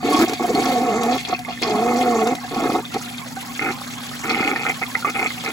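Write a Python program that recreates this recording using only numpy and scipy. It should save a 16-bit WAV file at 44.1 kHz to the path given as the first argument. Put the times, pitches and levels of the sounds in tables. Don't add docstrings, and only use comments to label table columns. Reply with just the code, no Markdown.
import sys
import numpy as np
from scipy import signal
from scipy.fft import rfft, irfft, next_fast_len
from scipy.io import wavfile
from scipy.ndimage import uniform_filter1d

SR = 44100
rng = np.random.default_rng(int(sys.argv[2]) if len(sys.argv) > 2 else 0)


def generate_wav(signal):
    frames = np.transpose(np.atleast_2d(signal))
    scaled = np.clip(frames, -1, 1) * 32767
    pcm = np.round(scaled).astype(np.int16)
    wavfile.write(sys.argv[1], SR, pcm)


N = 243431

# time_s, water_level [0-1]
WATER_LEVEL = [(0, 0), (2.2, 0.01), (3.6, 0.96), (5.52, 0.99)]
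# pitch_hz, width_hz, gain_db
RIM_CHANNEL = [(1827, 52, -3), (2215, 51, 8), (3200, 92, -10), (3480, 37, -4), (3760, 88, -3.5),
               (4020, 60, -7), (4400, 210, -5.5), (5900, 300, -18), (6500, 400, -16)]


def from_db(db):
    return np.exp(np.asarray(db) * (np.log(10) / 20))


def rms_one(x):
    return x / np.sqrt(np.mean(x ** 2) + 1e-20)


def evened(x, size=2400):
    power = uniform_filter1d(np.mean(x ** 2, axis=0), size)
    return x / np.sqrt(np.maximum(power, 1e-9))


def in_time(rows):
    s, *columns = np.transpose(rows)
    return np.array([np.interp(np.arange(N) / SR, s, column) for column in columns])


def at_hz(points, hz):
    point_hz, value = np.transpose(points)
    return np.interp(np.log(np.maximum(hz, 1)), np.log(point_hz), value)


def drift(rate_hz):
    r = np.exp(-80 * np.pi * rate_hz / SR)
    chance = rng.standard_normal(N // 40 + 2002)
    slow = signal.lfilter([1], [1, -2 * r, r * r], chance)[2000:]
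    return np.interp(np.arange(N) / 40, np.arange(len(slow)), rms_one(slow))


def band(x, low_hz, high_hz, order=2):
    edges_hz = [low_hz, min(high_hz, SR / 2 - 100)]
    return signal.sosfilt(signal.butter(order, edges_hz, "band", fs=SR, output="sos"), x)


def resonate(x, modes):
    out = 0
    x = x + 1e-12 * rng.random(N)
    for hz, width_hz, gain in modes:
        r = np.exp(-np.pi * width_hz / SR)
        zeros = np.array([1, 0, -1]) * (1 - r * r) / 2
        poles = [1, -2 * r * np.cos(2 * np.pi * hz / SR), r * r]
        out = out + gain * signal.lfilter(zeros, poles, x)
    return out


def as_modes(rows):
    return [(hz, width_hz, from_db(db)) for hz, width_hz, db in rows]


def add(track, at, sound):
    track[at:at + len(sound)] += sound[:N - at]


def bursts(rows, decay_s):
    blows = np.zeros(N)
    for s, db in rows:
        blows[min(int(s * SR), N - 1)] += from_db(db)
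    return signal.lfilter([1], [1, -np.exp(-1 / (decay_s * SR))], blows + 1e-12)


def bubble(hz, cycles, rise):
    age = np.arange(int(cycles * SR / hz) + 2) * hz / (cycles * SR)
    return np.exp(-np.log(1000) * age) * np.sin(2 * np.pi * cycles * (age + rise * age ** 2 / 2))


def cloud(per_s, low_hz, high_hz, cycles, rise, spread_db):
    born = np.flatnonzero(rng.random(N) < per_s / SR)
    excess = np.minimum(rng.exponential(1, N), 4)
    strength = from_db(spread_db * excess) * rng.choice([-1, 1], N)
    rings = [bubble(hz, cycles, rise) for hz in np.geomspace(low_hz, high_hz, 96)]
    size = rng.integers(0, len(rings), N)
    out = np.zeros(N)
    for at in born:
        add(out, at, strength[at] * rings[size[at]])
    return rms_one(out)


def room(x, wet_db, t60=0.077):
    t = np.arange(SR // 2) / SR
    tail = rng.standard_normal((2, len(t))) * from_db(-60 * t / t60) * (t > .001)
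    tail /= np.sqrt(np.sum(tail ** 2, axis=1, keepdims=True))
    return x + from_db(wet_db) * signal.fftconvolve(x[None], tail, axes=1)[:, :N]


def water_level():
    return np.clip(in_time(WATER_LEVEL)[0], 0, 1)


def in_bowl(x, direct_db, wet_db):
    # pitch_hz, width_hz, low_water_db, high_water_db
    bowl_air = [(248, 14, -7.5, -24), (345, 150, 0, 0.5), (436, 52, 0, 0.5), (729, 32.4, 11.5, -52),
                (775.6, 43, -35, 7), (1113.6, 20, 5, -9), (1287, 74, -2, 5), (1398, 18, 2, 4),
                (1811, 51, 6, -1), (2105, 70, 10.5, 2.5), (2244, 160, -16, 2), (2460, 200, 5, -2),
                (3130, 15, -10, -8), (3350, 73, 0, -1), (3730, 81, -23, -9), (4345, 83, 3, 2.5)]
    fill = water_level()
    modes = [(hz, width_hz, (1 - fill) * from_db(low_db) + fill * from_db(high_db))
             for hz, width_hz, low_db, high_db in bowl_air]
    return room(resonate(x, modes) + from_db(direct_db) * x, wet_db)


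def hum():
    # pitch_hz, level_db (rms)
    lines = [(120, -47.5), (174, -51), (240, -39)]
    t = np.arange(N) / SR
    return sum(np.sqrt(2) * from_db(db) * np.sin(2 * np.pi * (hz * t + rng.random())) for hz, db in lines)


def swirl():
    # pitch_hz, width_hz, gain_db
    drone_modes = [(61, 40, -5), (155, 30, 3), (205, 48, -2.5), (249.3, 18.5, 6)]
    trickle = cloud(per_s=300, low_hz=640, high_hz=2640, cycles=40, rise=.16, spread_db=3.8)
    plinks = cloud(per_s=60, low_hz=850, high_hz=5000, cycles=75, rise=.22, spread_db=2.8)
    drone = band(resonate(rng.standard_normal(N), as_modes(drone_modes)), 60, 340, order=3)
    return (from_db(-40.5) * rms_one(in_bowl(trickle, direct_db=-22, wet_db=4.5))
            + from_db(-41.5) * rms_one(room(plinks, wet_db=7))
            + from_db(-39.5) * evened(room(drone, wet_db=-3.5), size=9000))


def film_hiss(flicker_db, flutter_db):
    # pitch_hz, level_db (each band's noise, before the whole is scaled)
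    hiss_colour = [(30, -30), (100, -13), (350, -17), (600, 7.5), (1200, 7.5), (2500, 5), (4200, 3.5),
                   (6500, 1.5), (8500, -1.5), (11000, -5.5), (13500, -5), (16000, -8)]
    # pitch_hz, likeness [0-1]
    port_likeness = [(60, .93), (300, 0.82), (600, 0.18), (2000, 0.66), (5400, 0.13), (6600, 1),
                     (16000, 0.96)]
    out = 0
    together = drift(25)
    edges_hz = 22 * 2 ** np.arange(0, 10, .5)
    white = rng.standard_normal((2, 2, N))
    for k, (low_hz, high_hz) in enumerate(zip(edges_hz, edges_hz[1:])):
        mid, side = band(white[k % 2], low_hz, high_hz)
        hz = np.sqrt(low_hz * high_hz)
        alike = np.clip(at_hz(port_likeness, hz), 0, 1)
        gain = from_db(at_hz(hiss_colour, hz) + flutter_db * together + flicker_db * drift(46))
        out = out + gain * (np.sqrt(1 + alike) * mid + np.sqrt(1 - alike) * side * [[1], [-1]])
    return rms_one(out)


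def wash(flow):
    tinkle = cloud(per_s=1000, low_hz=2750, high_hz=6420, cycles=12.2, rise=0.29, spread_db=7.0)
    spray = cloud(per_s=1300, low_hz=6300, high_hz=15100, cycles=12, rise=0.11, spread_db=2.0)
    tinkling = splashing(flow) * rms_one(in_bowl(tinkle, direct_db=-5.5, wet_db=4.5))
    hiss = from_db(10.5) * flow * film_hiss(flicker_db=5.0, flutter_db=2.2)
    spatter = from_db(3.5) * flow * spray + from_db(-6.0) * slaps(decay_s=0.0051)
    return tinkling + hiss + room(spatter, wet_db=-27)


def rim(flow, flutter):
    purge_db, fade_db_per_s = 10, 5
    full_s, close_s = 1.19, 0.042
    jet_db = -46
    t = np.arange(N) / SR
    closing = np.exp(-np.maximum(t - full_s, 0) / close_s)
    purge = flow * from_db(purge_db - fade_db_per_s * t) * closing
    rush = rms_one(resonate(rng.standard_normal(N), as_modes(RIM_CHANNEL)))
    sizzle = rms_one(band(rng.standard_normal(N), 5740, 7500, order=3))
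    spurts = from_db(4.9 * drift(22))
    return room(spurts * (purge * rush + from_db(jet_db) * flutter * sizzle), wet_db=0.0)


def spell(length_s, swell_s):
    first_gulp, release_s = 0.34, 0.01
    age = np.arange(int((length_s + .1) * SR)) / SR
    swell = 1 - (1 - first_gulp) * np.exp(-age / swell_s)
    onset = np.minimum(age / 0.0015, 1)
    return onset * swell * np.exp(-np.maximum(age - length_s, 0) / release_s)


def trapped_air():
    # start_s, length_s, swell_s, level_db, big_bubbles_extra_db, flutter_share [0-1 of the power]
    spells = [(0.028, 0.16, 0.024, -22, 7.5, 0.3), (0.19, 0.05, 0.0036, -21, 11, 0.65),
              (0.269, 0.07, 0.0042, -27.5, 3.5, 0.14), (0.395, 0.058, 0.0019, -22, 3.5, 0.37),
              (0.473, 0.079, 0.0077, -28.5, 13, 0.1), (0.549, 0.064, 0.0066, -21, 5.5, 0.2),
              (0.621, 0.54, 0.019, -20.5, 1.5, 0.83), (1.282, 0.055, 0.037, -19, -4.5, 0.3),
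              (1.48, 0.019, 0.012, -21.5, -22, 0.14), (1.616, 0.72, 0.074, -20.5, 3, 0.84),
              (2.511, 0.2824, 0.053, -22.5, 3.5, 0.1), (2.942, 0.028, 0.011, -23, 4, 0.14),
              (3.611, 0.097, 0.012, -27, 3, 0.01), (4.235, 0.3, 0.034, -27.5, 3.5, 0.08),
              (4.553, 0.089, 0.0046, -31.5, -26, 0.1), (4.654, 0.057, 0.005, -26.5, -7, 0.06),
              (4.814, 0.017, 0.005, -26.5, -14, 0.02), (5.05, 0.047, 0.0028, -28, -2, 0.1),
              (5.143, 0.125, 0.021, -26.5, -1.5, 0), (5.437, 0.063, 0.005, -30, 1, 0.1)]
    big_grow_s = 0.009
    air, big_air, share = np.zeros((3, N))
    for s, length_s, swell_s, db, big_db, flutter in spells:
        at, shape = int(s * SR), spell(length_s, swell_s)
        add(air, at, from_db(db) * shape)
        add(big_air, at, from_db(db + big_db) * spell(length_s, swell_s + big_grow_s))
        add(share, at, flutter * shape)
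    return air, big_air, np.clip(share, 0, .95)


def flutter_phase(jitter=0.01717):
    # time_s, pulses_per_s
    groan_curves = [
        [(0.03, 280), (0.17, 300), (0.22, 338)],
        [(0.4, 232), (0.45, 260), (0.52, 193), (0.58, 223)],
        [(0.63, 256), (0.68, 274), (0.73, 260), (0.79, 236), (0.84, 269), (0.93, 197), (0.99, 250), (1.04, 225),
         (1.15, 260)],
        [(1.62, 240), (1.69, 211), (1.77, 210), (1.88, 248), (1.95, 236), (2.0, 257), (2.11, 238), (2.17, 227),
         (2.23, 218), (2.35, 274)],
    ]
    rate, = in_time([point for curve in groan_curves for point in curve])
    return 2 * np.pi * np.cumsum(rate * (1 + jitter * drift(73.4))) / SR


def groan(phase, shimmer_db, second_db, slope_db, knee_hz=540):
    def partial(k):
        return np.sin(k * phase) * from_db(shimmer_db * drift(46))

    low = partial(0.99) + from_db(second_db) * partial(2)
    low = signal.sosfilt(signal.butter(4, knee_hz, fs=SR, output="sos"), low)
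    high = sum(from_db(slope_db * np.log2(k / 3)) * partial(k) for k in range(3, 7))
    low = evened(in_bowl(low, direct_db=-22, wet_db=-42.0))
    high = evened(in_bowl(high, direct_db=-14, wet_db=-11))
    return low, high


def gurgle(air, big_air, share, phase, buzz=0.27, overtone_share=0.32, lumpy_db=2.0):
    big_db, medium_db = -3.5, -1
    small_low_water_db, small_high_water_db = -16.5, 4.5
    lumps = from_db(lumpy_db * (1 - share) * drift(56))
    low, high = groan(phase, shimmer_db=3.5, second_db=0.0, slope_db=-14.5)

    big = cloud(per_s=380, low_hz=220.6, high_hz=510, cycles=16.0, rise=0.021, spread_db=4.5)
    big = evened(in_bowl(big, direct_db=-17.5, wet_db=-12))
    big = np.sqrt(1 - share) * big + np.sqrt(share) * low

    medium = cloud(per_s=520, low_hz=657, high_hz=1305, cycles=20.3, rise=0.091, spread_db=1.0)
    medium = evened(in_bowl(medium, direct_db=-12, wet_db=-38))
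    clear = share * overtone_share
    medium = np.sqrt(1 - clear) * medium + np.sqrt(clear) * high

    small = cloud(per_s=490, low_hz=1520, high_hz=2730, cycles=16.0, rise=0.12, spread_db=4.0)
    small = in_bowl(small, direct_db=-22, wet_db=-7)
    small = evened(small * (1 + buzz * share * np.cos(phase)))
    small_db = small_low_water_db + (small_high_water_db - small_low_water_db) * water_level() ** 2

    finer = from_db(medium_db) * medium + from_db(small_db) * small
    return lumps * (from_db(big_db) * big_air * big + air * finer)


def rasp(phase, uneven_db=4.5):
    pulses = np.diff(np.floor(phase / (2 * np.pi)), prepend=0)
    knocks = pulses * from_db(uneven_db * drift(110))
    return room(rms_one(resonate(knocks, as_modes(RIM_CHANNEL))), wet_db=-5)


def plops():
    # start_s, level_db (before the bowl), pitch_hz, ring_cycles
    loud_bubbles = [(0.124, -13, 1084, 74), (0.167, -11.5, 1056, 48), (0.428, -22, 704, 97),
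                    (0.551, -15, 4270, 57), (1.338, -17.5, 4150, 52), (1.348, -17.5, 2565, 42),
                    (1.449, -24.5, 2190, 37), (1.575, -25, 1800, 26), (2.449, -24.5, 745, 15),
                    (2.853, -18, 3550, 74), (3.013, -26, 1334, 45), (3.182, -16, 3700, 38),
                    (3.369, -24, 750, 33), (3.594, -7.5, 2010, 13.5), (4.115, -24, 1250, 18),
                    (4.43, -12, 2024, 25), (4.561, -9, 1795, 36), (4.652, -13.5, 1380, 30),
                    (4.699, -14, 2000, 40), (4.817, -24.5, 752, 22), (4.828, -12, 2020, 29),
                    (4.949, -17.5, 1414, 50), (4.953, -6.5, 1967, 53), (5.025, -20.5, 1410, 54),
                    (5.047, -9, 1152, 85), (5.261, -11.5, 2260, 38), (5.305, -18.5, 2000, 36)]
    out = np.zeros(N)
    for s, db, hz, cycles in loud_bubbles:
        add(out, int(s * SR), from_db(db) * bubble(hz, cycles, rise=0.1))
    return from_db(1.5) * in_bowl(out, direct_db=-12.0, wet_db=-5.5)


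def splashing(flow):
    # start_s, level_db
    pool_splashes = [(0.13, -28), (0.22, -25), (0.655, -28), (1.11, -29.5), (1.18, -31), (1.25, -31),
                     (1.485, -37.5), (1.625, -22.5), (1.96, -29.5), (2.545, -32), (2.7, -34), (2.94, -34.5),
                     (3.62, -29.5), (4.295, -27.5)]
    break_up_db = -54.5
    patter_db, swing_db = 8.5, -1
    broken = flow / np.hypot(flow, from_db(break_up_db))
    patter = broken * flow * from_db(patter_db + swing_db * drift(9.1))
    return np.hypot(patter, bursts(pool_splashes, decay_s=0.066))


def slaps(decay_s):
    # start_s, level_db (of the envelope, before the wash is mixed)
    china_slaps = [(0.2224, -21), (0.295, -17), (0.334, -16), (0.5484, -19), (1.0337, -14.5), (1.2107, -24),
                   (1.3916, -22.5), (1.62, -17), (2.272, -16.5), (2.3518, -18.5), (2.7064, -26),
                   (2.9418, -19), (5.099, -19)]
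    return bursts(china_slaps, decay_s) * rms_one(band(rng.standard_normal(N), 1500, 6000, order=1))


def scene():
    # time_s, level_db
    flow_curve = [(0, -60.5), (0.08, -46.5), (0.22, -38), (0.27, -48), (0.32, -46), (0.37, -52.5),
                  (0.45, -48), (0.68, -43), (0.97, -52), (1.15, -48), (1.37, -54), (1.58, -51.5),
                  (1.64, -50.5), (2.0, -46), (2.45, -51), (2.75, -45.5), (2.85, -51.5), (2.98, -48.5),
                  (5.52, -46)]
    flow = from_db(in_time(flow_curve)[0])
    phase = flutter_phase()
    air, big_air, flutter = trapped_air()
    rasping = from_db(-19) * air * np.sqrt(flutter) * rasp(phase)
    trapped = gurgle(air, big_air, flutter, phase) + rasping
    return hum() + swirl() + wash(flow) + rim(flow, flutter) + trapped + plops()


def record(dry):
    # pitch_hz, left_minus_right_db
    port_balance = [(100, -0.5), (240, -2), (400, 1.5), (630, -3.5), (870, 0), (1100, -4.5), (1500, -1),
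                    (2000, -6.5), (2800, 4.5), (4500, 0.5), (7000, 0)]
    # pitch_hz, left_lead [half turns]
    port_lead = [(550, 0), (700, .22), (950, 0), (1400, .13), (2000, .42), (2800, 1), (4300, 2), (7400, 2),
                 (8800, 1), (9550, 1), (10400, 0), (11700, 0), (12700, -1), (13800, -1), (14600, -2)]
    cutoff_hz = 15900
    size = next_fast_len(N + SR // 10)
    hz = np.arange(size // 2 + 1) * SR / size
    sides = np.array([[1], [-1]])
    level = from_db(sides * at_hz(port_balance, hz) / 2)
    turn = np.exp(1j * np.pi * sides * at_hz(port_lead, hz) / 2)
    heard = irfft(rfft(dry, size) * level * turn, size)
    heard = heard / (1 + (heard / .85) ** 4) ** .25
    low_pass = 1 / np.sqrt(1 + (hz / cutoff_hz) ** 300)
    return irfft(rfft(heard) * low_pass, size)[:, :N]


dry = scene()
out = record(dry)
generate_wav(out)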